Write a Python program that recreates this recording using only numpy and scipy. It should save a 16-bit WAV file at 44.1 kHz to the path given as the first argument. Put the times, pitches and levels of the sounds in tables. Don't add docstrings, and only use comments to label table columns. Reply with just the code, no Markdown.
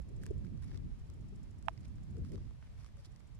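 import sys
import numpy as np
from scipy import signal
from scipy.fft import rfft, irfft
from scipy.io import wavfile
from scipy.ndimage import uniform_filter1d

SR = 44100
rng = np.random.default_rng(int(sys.argv[2]) if len(sys.argv) > 2 else 0)


def put_to_file(sound):
    columns = np.atleast_2d(sound).T
    safe = np.clip(columns, -1, 1)
    whole_steps = np.round(safe * 32767)
    wavfile.write(sys.argv[1], SR, whole_steps.astype(np.int16))


N = 149499
T = np.arange(N) / SR
PORT_LAG = 4
# f/Hz, width/Hz, level/dB
GRIT_MIDS = [(3630, 1090, -4.5), (5110, 1450, 3)]


def amp(db):
    return 10 ** (np.asarray(db, float) / 20)


def unit(x):
    return x / np.sqrt(np.mean(x ** 2))


def pan(db):
    return amp(np.array([db, -db]) / 2)


def coloured(spectrum, low_hz, high_hz):
    f = np.maximum(np.fft.rfftfreq(N, 1 / SR), 1)
    hz, db = np.array(spectrum, float).T
    edges = np.sqrt((1 + (low_hz / f) ** 8) * (1 + (f / high_hz) ** 8))
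    gain = amp(np.interp(np.log(f), np.log(hz), db)) / edges
    return unit(irfft(rfft(rng.standard_normal((2, N))) * gain, N))


def wander(rate_hz):
    hold = max(int(SR / rate_hz), 2)
    steps = np.repeat(rng.standard_normal((2, N // hold + 1)), hold, axis=1)
    return unit(uniform_filter1d(uniform_filter1d(steps, hold), hold)[:, :N])


def resonate(x, bands):
    def bank(drive):
        out = 0
        for k, (hz, width, db) in enumerate(bands):
            sos = signal.butter(2, [hz - width / 2, hz + width / 2], "band", fs=SR, output="sos")
            out += (-1) ** k * amp(db) * signal.sosfilt(sos, drive)
        return out
    return bank(x) / np.linalg.norm(bank(signal.unit_impulse(4096)))


def wind():
    # t/s, level/dB, flutter and whistle re rumble/dB, pan/dB
    gusts = [(0.0, -46.5, -1, -6, -9), (0.03, -45.5, -13, -45, -7.0), (0.07, -51, -6, -12, -2),
             (0.15, -45, -18.5, -15.5, -7.5), (0.26, -49.5, -4.5, -13, -1.5), (0.31, -45.5, -10, -6, -7.5),
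             (0.37, -44.5, -9, -15, -0.5), (0.55, -46.5, -3, -16.5, -1.5), (0.6, -45, -19.5, -30.5, -9.5),
             (0.73, -47, -4, -13.5, 3.5), (0.88, -49, -3, -22, -3.5), (0.93, -45.5, -18.5, -25.5, -10.5),
             (0.98, -57, -4, -14, 1), (1.02, -48.5, -16.5, -24, -1.5), (1.21, -49.5, -7, -17.5, -2),
             (1.57, -53, -8.5, -19.5, -1.5), (2.1, -47, -9, -27.5, -8), (2.19, -44.5, -8, -10, 5.5),
             (2.22, -37, -12, -23.5, 2.5), (2.29, -51, -1.5, -20, -9.5), (2.33, -44.5, -5.5, -10.5, 1),
             (2.47, -48, -13, -25.5, -5), (2.58, -56, -10, -21.5, -5.5), (2.76, -52, -19, -28, -4.5),
             (3.27, -57, -10.5, -18.5, -6), (3.39, -51.5, -18, -36, -0.5)]
    # f/Hz, level/dB
    rumble_curve = [(12, -35.5), (20, -7.5), (53, -1), (92, -1), (152, -8), (220, -15.5), (290, -41.5),
                    (480, -120)]
    # f/Hz, level/dB
    flutter_curve = [(76, -30.5), (130, 0), (205, -7), (263, -12), (371, -16), (521, -26), (700, -33),
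                     (910, -62), (1540, -120)]
    t, *columns = np.array(gusts, float).T
    db, flutter_db, whistle_db, side = (np.interp(T, t, column) for column in columns)
    rumble = coloured(rumble_curve, 11, 146) * amp(1.5 * wander(12))
    flutter = amp(flutter_db + 0.08 + 2.5 * wander(25)) * coloured(flutter_curve, 146.6, 291)
    whistle = amp(whistle_db - 3.5 + 2.5 * wander(30)) * coloured(flutter_curve, 317, 640)
    return amp(db + 2.5) * pan(side) * (rumble + flutter + whistle)


def hiss(level_db=-71.5):
    # f/Hz, level/dB
    hiss_curve = [(260, -28), (450, 1), (507, -5.5), (570, -2), (1230, -7.5), (1410, -10.5), (1860, -10),
                  (4150, -16), (5570, -18), (8560, -24.5), (9360, -24.5), (11500, -30.5), (14400, -32),
                  (15500, -30)]
    return amp(level_db + 0.72 * wander(9.9)) * coloured(hiss_curve, 350, 16000)


def insect(length_s=0.014, rise_s=0.00062, trim_db=-8):
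    # t/s, level/dB
    chirps = [(0.015, -67.5), (0.0857, -65), (0.161, -66.5), (0.3052, -64), (0.376, -68), (0.4474, -71),
              (0.9901, -70.5), (1.063, -72), (1.1358, -68), (1.2072, -69), (1.283, -66.5), (1.356, -65.5),
              (1.43, -65), (1.506, -66.5), (1.5823, -66.5), (1.6561, -68), (1.7285, -69), (1.8043, -66.5),
              (1.8784, -67.5), (1.955, -68), (2.03, -65.5), (2.1041, -68), (2.1789, -68), (3.1163, -68.5),
              (3.1926, -70), (3.27, -68), (3.347, -67.5)]
    # f/Hz, width/Hz, level/dB
    wing = [(5430, 690, 5), (7280, 1100, 7), (9600, 1400, 2), (11500, 1500, -12)]
    envelope = np.zeros(N)
    for start, db in chirps:
        age = T - start
        envelope += amp(db + trim_db) * np.clip(np.minimum(age / rise_s, 2 * (1 - age / length_s)), 0, 1)
    return pan(-6)[:, None] * resonate(envelope * rng.standard_normal((2, N)), wing)


def grain_shower(per_s=2500, spread_db=1.8):
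    hits = (rng.random(N) < per_s / SR) * amp(spread_db * rng.exponential(size=N))
    return unit(signal.lfilter([1], [1, -.985], hits))


def port_noise(share=.65):
    common = rng.standard_normal(N)
    separate = np.sqrt(1 - share ** 2) * rng.standard_normal((2, N))
    return share * np.array([common, np.roll(common, PORT_LAG)]) + separate


def rustles(crackle, fade_s=0.0095):
    # t/s, length/s, dull/dB, mid/dB, bright/dB
    showers = [(0.21, 0.088, -78.5, -78, -84.5), (0.436, 0.024, -82, -84, -87),
               (.615, 0.039, -73, -75, -77.5), (0.653, .13, -75, -76.5, -89),
               (0.883, 0.135, -88, -93, -107), (1.837, 0.027, -77, -74, -87),
               (2.234, 0.078, -80, -78.5, -85.5), (2.314, 0.046, -76, -73, -80.5),
               (2.364, 0.12, -87, -85, -103), (2.61, 0.073, -76, -84, -94),
               (2.772, 0.12, -77.5, -78.5, -84.5), (2.964, 0.087, -82.5, -81, -88),
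               (3.04, 0.032, -75.5, -67, -76.5)]
    # dull/dB, mid/dB, bright/dB
    stray_db = [-91, -91, -92]
    # f/Hz, width/Hz, level/dB
    dull = [(1230, 1000, 1.5), (1700, 1660, 11), (2580, 810, -1)]
    # f/Hz, width/Hz, level/dB
    scuff = [(7340, 1440, -4), (9500, 1740, 0), (12900, 3000, -18)]
    envelopes = np.outer(amp(stray_db), np.ones(N))
    for start, length, *band_db in showers:
        gate = np.clip(np.minimum(T - start, start + length - T) / fade_s, 0, 1)
        envelopes += np.outer(amp(band_db), gate)
    return sum(resonate(env * crackle, bands) for env, bands in zip(envelopes, [dull, GRIT_MIDS, scuff]))


def ticks(noise, rise_s=.0008, ping_t60_s=0.0085, crack_t60_s=.006):
    # t/s, level/dB, ping f/Hz, mid offset/dB, bright offset/dB, pan/dB
    impacts = [(0.2349, -45.5, 1650, -23, -2.5, -5.0), (0.2566, -55, 1650, -5, -8, 2),
               (0.264, -42.5, 1690, -13, -3.5, 1.0), (0.339, -71, 1580, -7, 0, 2.0),
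               (0.4472, -54.5, 1490, -12, -19, 4), (0.467, -56, 2200, -9, -17, 5),
               (0.575, -62, 1380, -1, -9, -2.0), (0.6235, -63, 1530, -10, -9, -0.5),
               (0.7153, -52, 1710, -17, -24, 4), (0.7447, -56, 1900, -12, -17, 1.0),
               (0.7742, -64.5, 1180, 10, 2, -3), (1.0997, -56.5, 1220, -3.5, -3, -2),
               (1.226, -64, 1210, -13, -17, -8), (1.6252, -58, 1560, -7, -1.5, 0.0),
               (1.694, -57, 1320, -8, -9, -11), (1.7764, -56.5, 2100, -4.5, -14, -0.5),
               (1.831, -65, 1240, -1, -6, 0.0), (1.8537, -56, 2310, -15, -12, -11),
               (1.9818, -59, 1610, -14, -19, 0.0), (2.168, -58, 1380, -7, -7, 0.0),
               (2.2488, -51, 1310, -12, -14, -2), (2.3196, -54.5, 1920, -8, -7, -3),
               (2.356, -57.5, 1730, -4.5, -18, -16), (2.3789, -55, 1150, -14, -20, -9),
               (2.5088, -53.5, 1160, -19, -19, -0.5), (2.6255, -51.5, 1490, -24, -28, -1),
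               (2.7987, -63, 1270, -5, -15, -6), (2.8451, -51, 1200, -11, -13, -4),
               (2.8622, -51, 1180, -10, -15, -1), (2.8878, -58.5, 1740, -17, -19, 0.5),
               (2.97, -56.5, 1320, -16, -8.5, -3.5), (2.9894, -68, 1810, -6, -9, 0.0),
               (3.0554, -60, 1190, 1, -2, -8), (3.161, -62, 1930, 0, 2.5, -1),
               (3.2048, -55.5, 1170, -17, -14.5, -9)]
    # ping/dB, mid/dB, bright/dB, crunch/dB
    layer_db = [0.5, 7, 4, -2.5]
    # f/Hz, width/Hz, level/dB
    bright = [(7350, 1740, 4.5), (9440, 1600, -3), (13440, 3500, -9.5)]
    # f/Hz, width/Hz, level/dB
    crunch = [(805, 820, 1.5), (2570, 1440, -3)]
    envelopes, pings, age = np.zeros((3, 2, N)), np.zeros((2, N)), T[:2048]
    for start, db, hz, mid_db, bright_db, side in impacts:
        span = slice(int(start * SR), int(start * SR) + len(age))
        attack = pan(side)[:, None] * amp(db) * np.minimum(age / rise_s, 1)
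        pings[:, span] += attack * amp(layer_db[0] - 60 * age / ping_t60_s) * np.sin(2 * np.pi * hz * age)
        band_gains = amp(np.add(layer_db[1:], [mid_db, bright_db, 0]))[:, None, None]
        envelopes[:, :, span] += band_gains * attack * amp(-60 * age / crack_t60_s)
    pings[1] = np.roll(pings[1], PORT_LAG)
    layers = zip(envelopes, [GRIT_MIDS, bright, crunch])
    return pings + sum(resonate(env * noise, bands) for env, bands in layers)


def puffs():
    # centre t/s, level/dB, f/Hz, Gaussian width/s, pan/dB
    blips = [(.3115, -37, 390, .0034, 14), (.311, -57, 620, .003, 12), (1.33, -57, 400, .005, 0),
             (2.18, -53, 450, .007, 8), (2.345, -49, 375, .007, 4), (2.99, -69, 560, .011, 0),
             (3.075, -60, 310, .004, 0)]
    out = np.zeros((2, N))
    for centre, db, hz, width, side in blips:
        swell = amp(db) * np.exp(-.5 * ((T - centre) / width) ** 2)
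        out += pan(side)[:, None] * swell * np.cos(2 * np.pi * hz * (T - centre))
    return out


def knock(start_s=1.6841, contact_s=0.00037, peak_db=-13, low_cut_hz=662):
    # f/Hz, level/dB, t60/s
    case_modes = [(698, -8, 0.023), (897, 3, .013), (1020, -4.5, 0.018), (1225, -3, 0.011),
                  (1620, 6, 0.0036), (2585, 3.5, 0.0037), (3150, -1, 0.0024)]
    # f/Hz, level/dB, t60/s
    shell_modes = [(5500, -43.5, 0.0063), (6900, -50, 0.0044), (9300, -44, 0.0046), (11300, -52, .005)]
    age = np.maximum(T - start_s, 0)

    def ring(modes):
        return sum(amp(db - 60 * age / t60) * np.sin(2 * np.pi * hz * age) for hz, db, t60 in modes)

    push = np.sin(np.pi * np.clip(T[:64] / contact_s, 0, 1)) ** 2
    body = signal.lfilter(push, [1], ring(case_modes))
    body = signal.sosfiltfilt(signal.cheby1(8, .5, low_cut_hz, "high", fs=SR, output="sos"), body)
    body *= amp(peak_db) / np.abs(body).max()
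    shell = ring(shell_modes) * np.minimum(age / 0.00032, 1)
    return amp([[-45], [0]]) * body + amp([[-25], [0]]) * shell


def scene():
    bed = wind() + hiss() + insect()
    grains, noise = grain_shower(), port_noise()
    return bed + rustles(grains * noise) + ticks(noise) + puffs() + knock()


def record(dry, top_hz=15300):
    return signal.sosfilt(signal.ellip(10, .2, 70, top_hz, fs=SR, output="sos"), dry)


dry = scene()
out = record(dry)
put_to_file(out)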